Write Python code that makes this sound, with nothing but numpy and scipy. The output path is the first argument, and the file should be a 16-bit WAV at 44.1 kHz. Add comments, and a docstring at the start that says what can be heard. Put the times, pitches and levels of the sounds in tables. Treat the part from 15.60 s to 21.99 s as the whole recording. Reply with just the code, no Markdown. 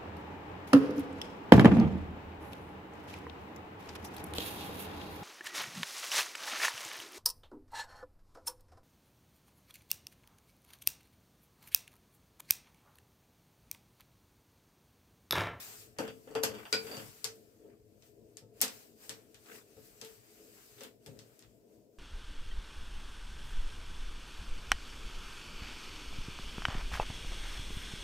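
"""A small workshop lathe near a stereo camera. Throughout, filtered noise makes a room hum, a low rumble and
a rustle of sleeves and hands. First a brass bar knocks and slides between the steel chuck jaws, and amid
this a chuck key strikes the chuck once; then the key clicks in its socket, with a few more slides.
Contacts crack and clack (noise bursts) and ring (fading sines); thuds sound in the lathe body (low sines).
Noise that fades at its own speed at each pitch is the small room's answer."""
import sys
import numpy as np
from scipy import signal
from scipy.fft import rfft, irfft, next_fast_len
from scipy.io import wavfile
from scipy.ndimage import uniform_filter1d, map_coordinates

SR = 44100
rng = np.random.default_rng(int(sys.argv[2]) if len(sys.argv) > 2 else 0)


def unload_wav(signal):
    """Save mono or channel-first audio to the path in sys.argv[1] as 16-bit WAV at rate SR, clipped to [-1, 1]."""
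    wavfile.write(
        sys.argv[1],
        SR,
        np.round(np.clip(np.atleast_2d(signal).T, -1, 1) * 32767).astype(np.int16),
    )


def to_linear_factor(level_db):
    """Convert decibel levels (scalar or array-like) to linear amplitude factors."""
    exponent = np.asarray(level_db, float) / 20
    return 10 ** exponent


N = 281604  # length in samples


def unit(x):
    """Scales a sound to an average strength (rms) of 1."""
    return x / np.sqrt(np.mean(x ** 2) + 1e-20)


def along(points, hz):
    """Reads a curve of (pitch_hz, value) points, evenly in octaves."""
    pitch, value = np.transpose(points)
    return np.interp(np.log(hz + 1), np.log(pitch + 1), value)


def coloured(x, gain):
    """Filters x by a gain that depends on pitch."""
    n = x.shape[-1]
    padded = next_fast_len(n + 4096)
    spectrum = rfft(x, padded) * gain(np.fft.rfftfreq(padded, 1 / SR))
    return irfft(spectrum, padded)[..., :n]


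def tilt(db_per_octave, hz, pivot_hz):
    """Brightness in dB: a slope around a pivot; the added 99 Hz keeps it finite at 0 Hz."""
    return db_per_octave * np.log2((hz + 99) / pivot_hz)


def wobble(rate):
    """A smooth random curve through `rate` random values a second."""
    knots = rng.standard_normal(int(N * rate / SR) + 4)
    return map_coordinates(knots, [np.arange(N) * rate / SR])


def lean(db):
    """Left and right gains that differ by db; positive is stronger on the left."""
    return to_linear_factor([[db / 2], [-db / 2]])


# how alike left and right are: pitch_hz, likeness (1 = same, 0 = unrelated, below 0 = opposed)
LIKENESS = [(60, 0.48), (180, 0.94), (550, 0.65), (1650, -0.23), (4970, 0.078), (15000, -0.11)]
# how much stronger the left is: pitch_hz, difference_db
LEFT_LEAN = [(60, 6.5), (180, 7.5), (550, 4), (1650, 2.5), (4970, 5), (15000, 2)]


def rush(spectrum, patchy_db):
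    """Steady stereo noise of rms 1, with patches of random gain in time and pitch."""
    grid = signal.stft(rng.standard_normal((2, N)), nperseg=512)[2]
    patches = uniform_filter1d(rng.standard_normal(grid.shape[1:]), size=6, axis=0)
    patches = unit(uniform_filter1d(patches, size=8, axis=1))
    pair = signal.istft(grid * to_linear_factor(patchy_db * patches), nperseg=512)[1][:, :N]

    def mid_side_gain(hz):
        # sharing the noise between mid and side by this angle sets the likeness
        angle = np.arccos(np.clip(along(LIKENESS, hz), -1, 1)) / 2
        return to_linear_factor(along(spectrum, hz)) * [np.cos(angle), np.sin(angle)]

    def left_right_gain(hz):
        return to_linear_factor(np.outer([.5, -.5], along(LEFT_LEAN, hz)))

    mid, side = coloured(pair, mid_side_gain)
    return unit(coloured(np.array([mid + side, mid - side]), left_right_gain))


# how fast the room dies away: pitch_hz, t60_s (time to fall by 60 dB)
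ROOM_FADE = [(200, 0.43), (1000, 0.25), (4000, 0.19), (14000, 0.15)]


def room(length):
    """The room's tail at each microphone, energy 1: each pitch dies at its own speed."""
    hz, t, grid = signal.stft(rng.standard_normal((2, length)), SR, nperseg=256)
    fade = to_linear_factor(-60 * t / along(ROOM_FADE, hz)[:, None])
    tail = signal.istft(grid * fade, SR, nperseg=256)[1][:, :length]
    after = np.arange(length) / SR
    # machine and wall close by answer first and strongest
    tail *= (1 - np.exp(-after / 0.0029)) * (1 + 0.56 * np.exp(-after / 0.0023))
    return tail / np.linalg.norm(tail, axis=1)[:, None]


def echoed(x, wet_db):
    """The room's answer to a stereo sound."""
    return to_linear_factor(wet_db) * signal.fftconvolve(x, room(x.shape[1]), axes=1)[:, :x.shape[1]]


CHATTER = .2  # how strongly loose parts, rubbing while they ring, roughen each mode


def ring(modes, t, attack, scatter_db, colour, spread):
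    """Fading, roughened sines, at new strengths for every blow and with phases that differ left to right."""
    hz, db, t60 = np.transpose(modes)[..., None]
    size, phase, apart = rng.standard_normal((3, len(modes), 1))
    drift = rng.standard_normal((len(modes), len(t) // 256 + 1))
    drift = np.repeat(drift, 256, axis=1)[:, :len(t)]
    drift = uniform_filter1d(np.cumsum(drift, axis=1) / 256, size=256, axis=1)
    phase = phase + CHATTER * drift * np.sqrt(hz / 2000)
    level = to_linear_factor(db + scatter_db * size + colour(hz) - 60 * t / t60) * (1 - np.exp(-t / attack))

    def heard(side):
        return np.sum(level * np.sin(2 * np.pi * hz * t + phase + side * spread * apart), axis=0)

    return np.array([heard(.5), heard(-.5)])


def burst(gain, t, t60, wet_db):
    """A brief noise, countless modes too short to tell apart, and the room's answer in the same colour."""
    gain_rms = np.sqrt(np.mean(gain(np.linspace(0, SR / 2, 999)) ** 2))
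    envelope = to_linear_factor(-60 * t / t60) * (1 - np.exp(-t / 0.000089))
    near = coloured(rng.standard_normal((2, len(t))), gain) / gain_rms * envelope
    answer = coloured(room(len(t)), gain) / gain_rms
    return near, to_linear_factor(wet_db) * np.sqrt(t60 * SR) * answer


# colour of the sharp crack: pitch_hz, relative_level_db
CRACK_COLOUR = [(1470, -78.5), (2500, -14), (3330, -19.5), (4270, 2), (4990, 4.5), (8600, 2), (9290, -4),
                (13300, -5), (16000, -25)]


def blows(events, modes, clack_colour, near_lean_db, far_lean_db):
    """Every contact makes a sharp crack, a duller clack and a ring of the struck part, plus room."""
    t = np.arange(SR // 3) / SR
    out = np.zeros((2, N + SR))
    for start, db, clack_db, ring_db, bright, ring_bright, clack_bright in events:
        def crack_gain(hz):
            return to_linear_factor(along(CRACK_COLOUR, hz) + tilt(bright, hz, 6000))

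        def clack_gain(hz):
            return to_linear_factor(along(clack_colour, hz) + tilt(clack_bright, hz, 1500))

        def ring_colour(hz):
            return ring_bright * np.log2(hz / 4700)

        crack, crack_room = burst(crack_gain, t, t60=.008, wet_db=-11.5)
        clack, clack_room = burst(clack_gain, t, t60=0.019, wet_db=-4)
        metal = to_linear_factor(ring_db) * ring(modes, t, 0.00023, scatter_db=2.5, colour=ring_colour, spread=0.83)
        near = lean(near_lean_db) * (crack + to_linear_factor(clack_db) * clack + metal)
        far = crack_room + to_linear_factor(clack_db) * clack_room + echoed(metal, wet_db=-1.5)
        first = round(start * SR)
        out[:, first:first + len(t)] += to_linear_factor(db) * (near + lean(far_lean_db) * far)
    return out[:, :N]


# colour of the building's rumble: pitch_hz, relative_level_db
RUMBLE_COLOUR = [(15, -45), (25, -22), (54, -5.5), (81, -12.5), (92, -5), (113, 1), (170, -12),
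                 (220, -39.5), (370, -120)]
RUMBLE_DB, RUMBLE_FADES_DB_PER_S, RUMBLE_WAVERS_DB = -67.5, 0.67, 1


def rumble():
    """The building rumbles: very low noise that wavers and slowly fades."""
    fade_db = RUMBLE_FADES_DB_PER_S * np.arange(N) / SR
    level_db = RUMBLE_DB - fade_db + RUMBLE_WAVERS_DB * wobble(2.4)
    return to_linear_factor(level_db) * rush(RUMBLE_COLOUR, patchy_db=2.5)


# colour of the room hum, also of the lathe body under a slide: pitch_hz, relative_level_db
HUM_COLOUR = [(100, -48.5), (170, -18.5), (211, -5), (290, -9.5), (324, -1.5), (365, -13), (420, 2),
              (494, -9), (544, -11), (695, -12), (789, -30), (1000, -28), (1300, -56), (2200, -120)]
HUM_DB, HUM_WAVERS_DB = -64, 1.6


def hum():
    """The room hums: low-pitched noise with a slightly wavering level."""
    level_db = HUM_DB + HUM_WAVERS_DB * wobble(6.8) + 0.71 * wobble(14)
    return to_linear_factor(level_db) * rush(HUM_COLOUR, patchy_db=1.0)


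# how the rustle rises and falls with the movement: time_s, level_db of its bright part
MOVEMENT = [(0, -49.5), (0.221, -52.5), (.3, -67.5), (.37, -76), (.45, -64), (.59, -67), (.81, -65),
            (1.05, -61.5), (1.26, -52.5), (1.49, -55), (1.62, -59.5), (1.79, -67.5), (2.16, -78.5),
            (2.391, -74.5), (2.469, -67.5), (2.54, -76), (2.74, -74.5), (2.919, -78), (2.98, -64.5),
            (3.14, -55.5), (3.22, -57.5), (3.35, -72.5), (3.439, -57.5), (3.66, -69.5), (3.82, -66),
            (3.96, -56.5), (4.04, -70), (4.26, -60), (4.34, -65), (4.49, -57), (4.62, -67), (4.72, -63),
            (5.16, -62), (5.24, -55.5), (5.32, -70), (5.39, -77.5), (5.44, -70.5), (5.72, -67.5),
            (6.05, -76.5), (6.14, -72), (6.3, -81.5), (6.39, -74.5)]
# bright part of the rustle: pitch_hz, relative_level_db
RUSTLE_COLOUR = [(1470, -36.5), (2500, -4.5), (3380, -8.5), (4800, -3), (5970, -4.5), (8200, -1),
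                 (9510, -9), (11500, -4), (14900, -1.5), (15500, -4.5), (16000, -26)]
# duller, rubbing part: pitch_hz, relative_level_db
RUB_COLOUR = [(410, -32.5), (700, -2), (886, -5.5), (1510, -2), (2370, -4.5), (3500, -11.5), (4550, -27.5),
              (7700, -120)]
RUB_DB = -8.5  # dull part relative to the bright part


def rustle():
    """Cloth and skin rub as sleeves and hands move: bright and dull noise that follows the movement."""
    level_db = np.interp(np.arange(N) / SR, *np.transpose(MOVEMENT)) + 1.0 * wobble(6.5)
    bright = rush(RUSTLE_COLOUR, patchy_db=1.5)
    dull = to_linear_factor(RUB_DB + 1.4 * wobble(14)) * rush(RUB_COLOUR, patchy_db=1.0)
    return to_linear_factor(level_db) * (bright + dull)


# thuds: start_s, level_db (modes near 440 Hz), deep_db (deepest modes), other_db (other modes);
# the last two are relative to level_db
BODY_THUDS = [(.387, -43, -10.5, 9.5), (0.479, -58, 8.5, 7.5), (.668, -53.5, -12, 1.7),
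              (0.705, -46, -15.5, -6), (.751, -30.5, -22.5, -6), (.832, -40, -6.5, .8),
              (0.892, -48, -1.5, -2.5), (1.127, -30, -21.5, -9.5), (1.24, -38.5, -18.5, -21),
              (1.313, -47.5, -13, 1.5), (1.369, -55, 6, 8), (1.419, -61, 4, 5), (1.644, -42.5, -17, -14.5),
              (2.048, -66, -24, 3), (2.817, -55, -3.5, -6.5), (3.017, -45.5, -12, 3.5),
              (3.494, -56, -2, 2.5), (3.949, -65.5, -3, -4), (4.166, -56.5, 0, 0.5),
              (4.417, -46.5, -18, -7.5), (5.209, -54.5, -20, -0.5), (5.466, -58, 6, 4.5),
              (5.481, -56, 5.5, -2.5), (5.562, -68, 14, 1), (5.591, -65, -5, -1)]
# modes of the lathe body: pitch_hz, level_db, t60_s (time to fall by 60 dB)
BODY_MODES = [(82.4, -6.5, 0.13), (112.3, -1, 0.29), (146, -2.5, 0.24), (182, -5, 0.2), (214, -7, 0.34),
              (260.6, -3.5, 0.25), (297.2, -5, 0.22), (323.5, -10.5, 0.23), (445.5, -2, 0.41),
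              (429.4, -4, 0.19), (501.2, 0, 0.15), (540.3, 1.6, 0.16), (587, -4, .1), (633.3, -2, 0.066),
              (735, -7.5, 0.1), (889, -10, 0.15), (1170, -14.5, 0.099), (1298, -16.5, 0.21)]


def thuds():
    """The heavy lathe body starts slowly and sounds nearly alike in both microphones."""
    t = np.arange(SR // 2) / SR
    out = np.zeros((2, N + SR))
    for start, db, deep_db, other_db in BODY_THUDS:
        mix = [(130, deep_db), (260, other_db), (370, other_db), (440, 0), (480, other_db)]  # pitch_hz, db

        def colour(hz):
            return along(mix, hz)

        thud = ring(BODY_MODES, t, 0.0055, scatter_db=2.2, colour=colour, spread=0.25)
        first = round(start * SR)
        out[:, first:first + len(t)] += to_linear_factor(db) * lean(4.8) * (thud + echoed(thud, wet_db=-7.5))
    return out[:, :N]


# metal sliding on metal: middle_s, length_s, level_db, body_db (lathe body relative to level_db)
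SLIDE_STROKES = [(0.449, .1, -49.5, 0), (0.722, 0.087, -63, -9), (0.968, 0.14, -52, 0.8),
                 (1.343, 0.19, -53.5, 4), (2.085, 0.18, -72.5, 14), (3.942, .12, -55.5, 0),
                 (5.248, 0.073, -58.5, 2), (5.52, 0.19, -79, 19.5), (5.821, 0.086, -74.5, -3)]


def slides():
    """Each stroke swells and fades, rasps in uneven grains and sets the lathe body humming."""
    middle, length, db, body_db = np.transpose(SLIDE_STROKES)[..., None]
    stroke = to_linear_factor(db) * np.exp(-(2 * (np.arange(N) / SR - middle) / length) ** 2)
    grain = unit(to_linear_factor(3.5 * wobble(150)))
    rasp = grain * (rush(RUB_COLOUR, patchy_db=4.0) + to_linear_factor(-8.5) * rush(RUSTLE_COLOUR, patchy_db=1.5))
    body = rush(HUM_COLOUR, patchy_db=1.0)  # in the room's colour
    return stroke.sum(axis=0) * rasp + (to_linear_factor(body_db) * stroke).sum(axis=0) * body


# the key's one free blow on the chuck body: start_s, crack_db, clack_db, ring_db (both relative to the crack),
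# then crack, ring and clack brightness in dB per octave
KEY_STRIKE = [(1.127, -21, -11, -5, -5, 0.78, -.4)]
# modes of the steel: pitch_hz, level_db, t60_s
STEEL_MODES = [(1390, -15, .1), (1482, -9, .15), (1890, -17, .1), (2052, -16, .1), (2251, -10, .13),
               (2304, -5, .13), (2388, -7, .12), (2520, -12, .1), (3400, -18, .1), (3864, -18, .13),
               (3965, -16, .1), (4390, -13, .08), (4518, -11, .09), (4637, -19, .3), (4823, 0, .1),
               (4901, -7, .09), (5010, -12, .08), (5650, -19, .08), (7714, -19, .1), (8882, -20, .1),
               (12475, -16, .2)]
# colour of the key's clack, on the chuck or in the socket: pitch_hz, relative_level_db
KEY_CLACK_COLOUR = [(410, -44), (700, 1.5), (1080, -1.5), (1950, 3.5), (2130, 1), (3500, 5), (4550, -0.5),
                    (7700, -120)]


def strike():
    """The key strikes the steel chuck, which rings in many close modes."""
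    return blows(KEY_STRIKE, STEEL_MODES, KEY_CLACK_COLOUR, near_lean_db=4.0, far_lean_db=2.5)


# clicks of the key: start_s, crack_db, clack_db (relative to the crack), crack brightness in dB per octave
KEY_CLICKS = [(1.6429, -24.5, -22, -0.4), (1.6437, -25, -15.5, -1.4), (1.7579, -55.5, -26, 11.5),
              (2.423, -55.5, -10, -11), (2.77, -40, -17, 1), (3.0052, -41.5, -8, -5),
              (3.0143, -15, -21.5, 13.5), (3.0191, -17.5, -17, 1), (3.029, -30, -9, -2),
              (3.048, -35, -9, -2), (3.0801, -35, -12.5, -6), (3.4939, -30, -14, 1), (3.7446, -48, -10, 0),
              (3.8598, -55.5, -8, -13.5), (4.169, -67, -5, -1), (4.414, -37, -11.5, -1.2),
              (4.4481, -42, -10.5, 8), (5.182, -57.5, -1, -9), (5.2077, -43, -6.5, -5.5),
              (5.2347, -41.5, -8.5, 7.5), (5.462, -42, -13.5, 3), (5.5906, -44.5, -13, -5),
              (5.7919, -48.5, -17, 2.5), (5.8241, -54, -7.5, -6.5)]
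# modes of key and socket: pitch_hz, level_db, t60_s
SOCKET_MODES = [(3391, -10, .05), (3838, -6, .06), (4527, -6, .05), (5141, -1, .07), (5394, -3, .07),
                (6239, -6, .05), (7063, -5, .06), (7779, -2, .06), (8590, -7, .05), (11120, -10, .04),
                (12270, -10, .04)]
KEY_RING_DB, KEY_RING_BRIGHT = -23.5, 4  # relative to the crack; dB per octave


def key():
    """The key clicks in its socket with a short, weak ring, nearer the left microphone."""
    events = [(start, db, clack_db, KEY_RING_DB, bright, KEY_RING_BRIGHT, 0)
              for start, db, clack_db, bright in KEY_CLICKS]
    return blows(events, SOCKET_MODES, KEY_CLACK_COLOUR, near_lean_db=9.5, far_lean_db=0.0)


# knocks of the bar: start_s, crack_db, clack_db, ring_db (both relative to the crack),
# clack brightness in dB per octave
BAR_KNOCKS = [(.386, -30.5, -4.5, -20, -3), (.4788, -44, -3, -14.5, 6), (.674, -60.5, 4.5, -20, -1.5),
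              (.711, -54, -2, -21, -6), (0.7516, -35, 0.5, -12, -1.5), (0.8309, -36.5, -3, -21.5, 0),
              (0.835, -17.5, -14.5, -31.5, 2.5), (.9, -48.5, -6.5, -8, -0.5), (0.9501, -49, 1, -10.5, 0),
              (0.989, -55.5, 2, -8, -0.5), (1.0532, -55.5, 9.5, -0.9, 0.8), (1.2685, -48, 1.5, -6, 0),
              (1.3132, -47, 1.3, 1.8, -0.5), (1.345, -56, -12, 4, 0), (1.3691, -39, -8.5, -10.5, 6),
              (1.395, -57, 7.5, -17, 2)]
# modes of the brass bar: pitch_hz, level_db, t60_s
BRASS_MODES = [(4590, -6, .1), (4675, -1, .13), (4735, -6, .1), (7590, -16, .1), (7795, -16, .1),
               (11540, -8, .13), (11620, -12, .1), (14800, -19, .07)]
# colour of the bar's clack: pitch_hz, relative_level_db
BAR_CLACK_COLOUR = [(350, -32), (600, -8), (1380, -12), (1480, -10.5), (2260, -18), (2700, -11.5),
                    (3500, -15.5), (4550, -54.5), (7700, -120)]
BAR_BRIGHT, BAR_RING_BRIGHT = -2, -8  # dB per octave: every crack, and the ring of a light contact
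HARD_DB, HARDENS = -37.5, 1.21  # above this crack_db the ring gains so many dB per octave for each dB


def bar():
    """The brass bar knocks on the steel jaws; harder contacts ring brighter."""
    events = []
    for start, db, clack_db, ring_db, clack_bright in BAR_KNOCKS:
        ring_bright = BAR_RING_BRIGHT + HARDENS * max(db - HARD_DB, 0)
        events.append((start, db, clack_db, ring_db, BAR_BRIGHT, ring_bright, clack_bright))
    return blows(events, BRASS_MODES, BAR_CLACK_COLOUR, near_lean_db=0.9, far_lean_db=1.0)


def scene():
    """The air of the room, the lathe body, the key and the bar together."""
    air = rumble() + hum() + rustle()
    return air + thuds() + slides() + strike() + key() + bar()


def roll_off(x):
    """The treble ends steeply here."""
    return signal.sosfilt(signal.butter(12, 16520, fs=SR, output="sos"), x)


def record(dry):
    """The finished stereo mix as the camera keeps it."""
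    return roll_off(dry)


dry = scene()
out = record(dry)
unload_wav(out)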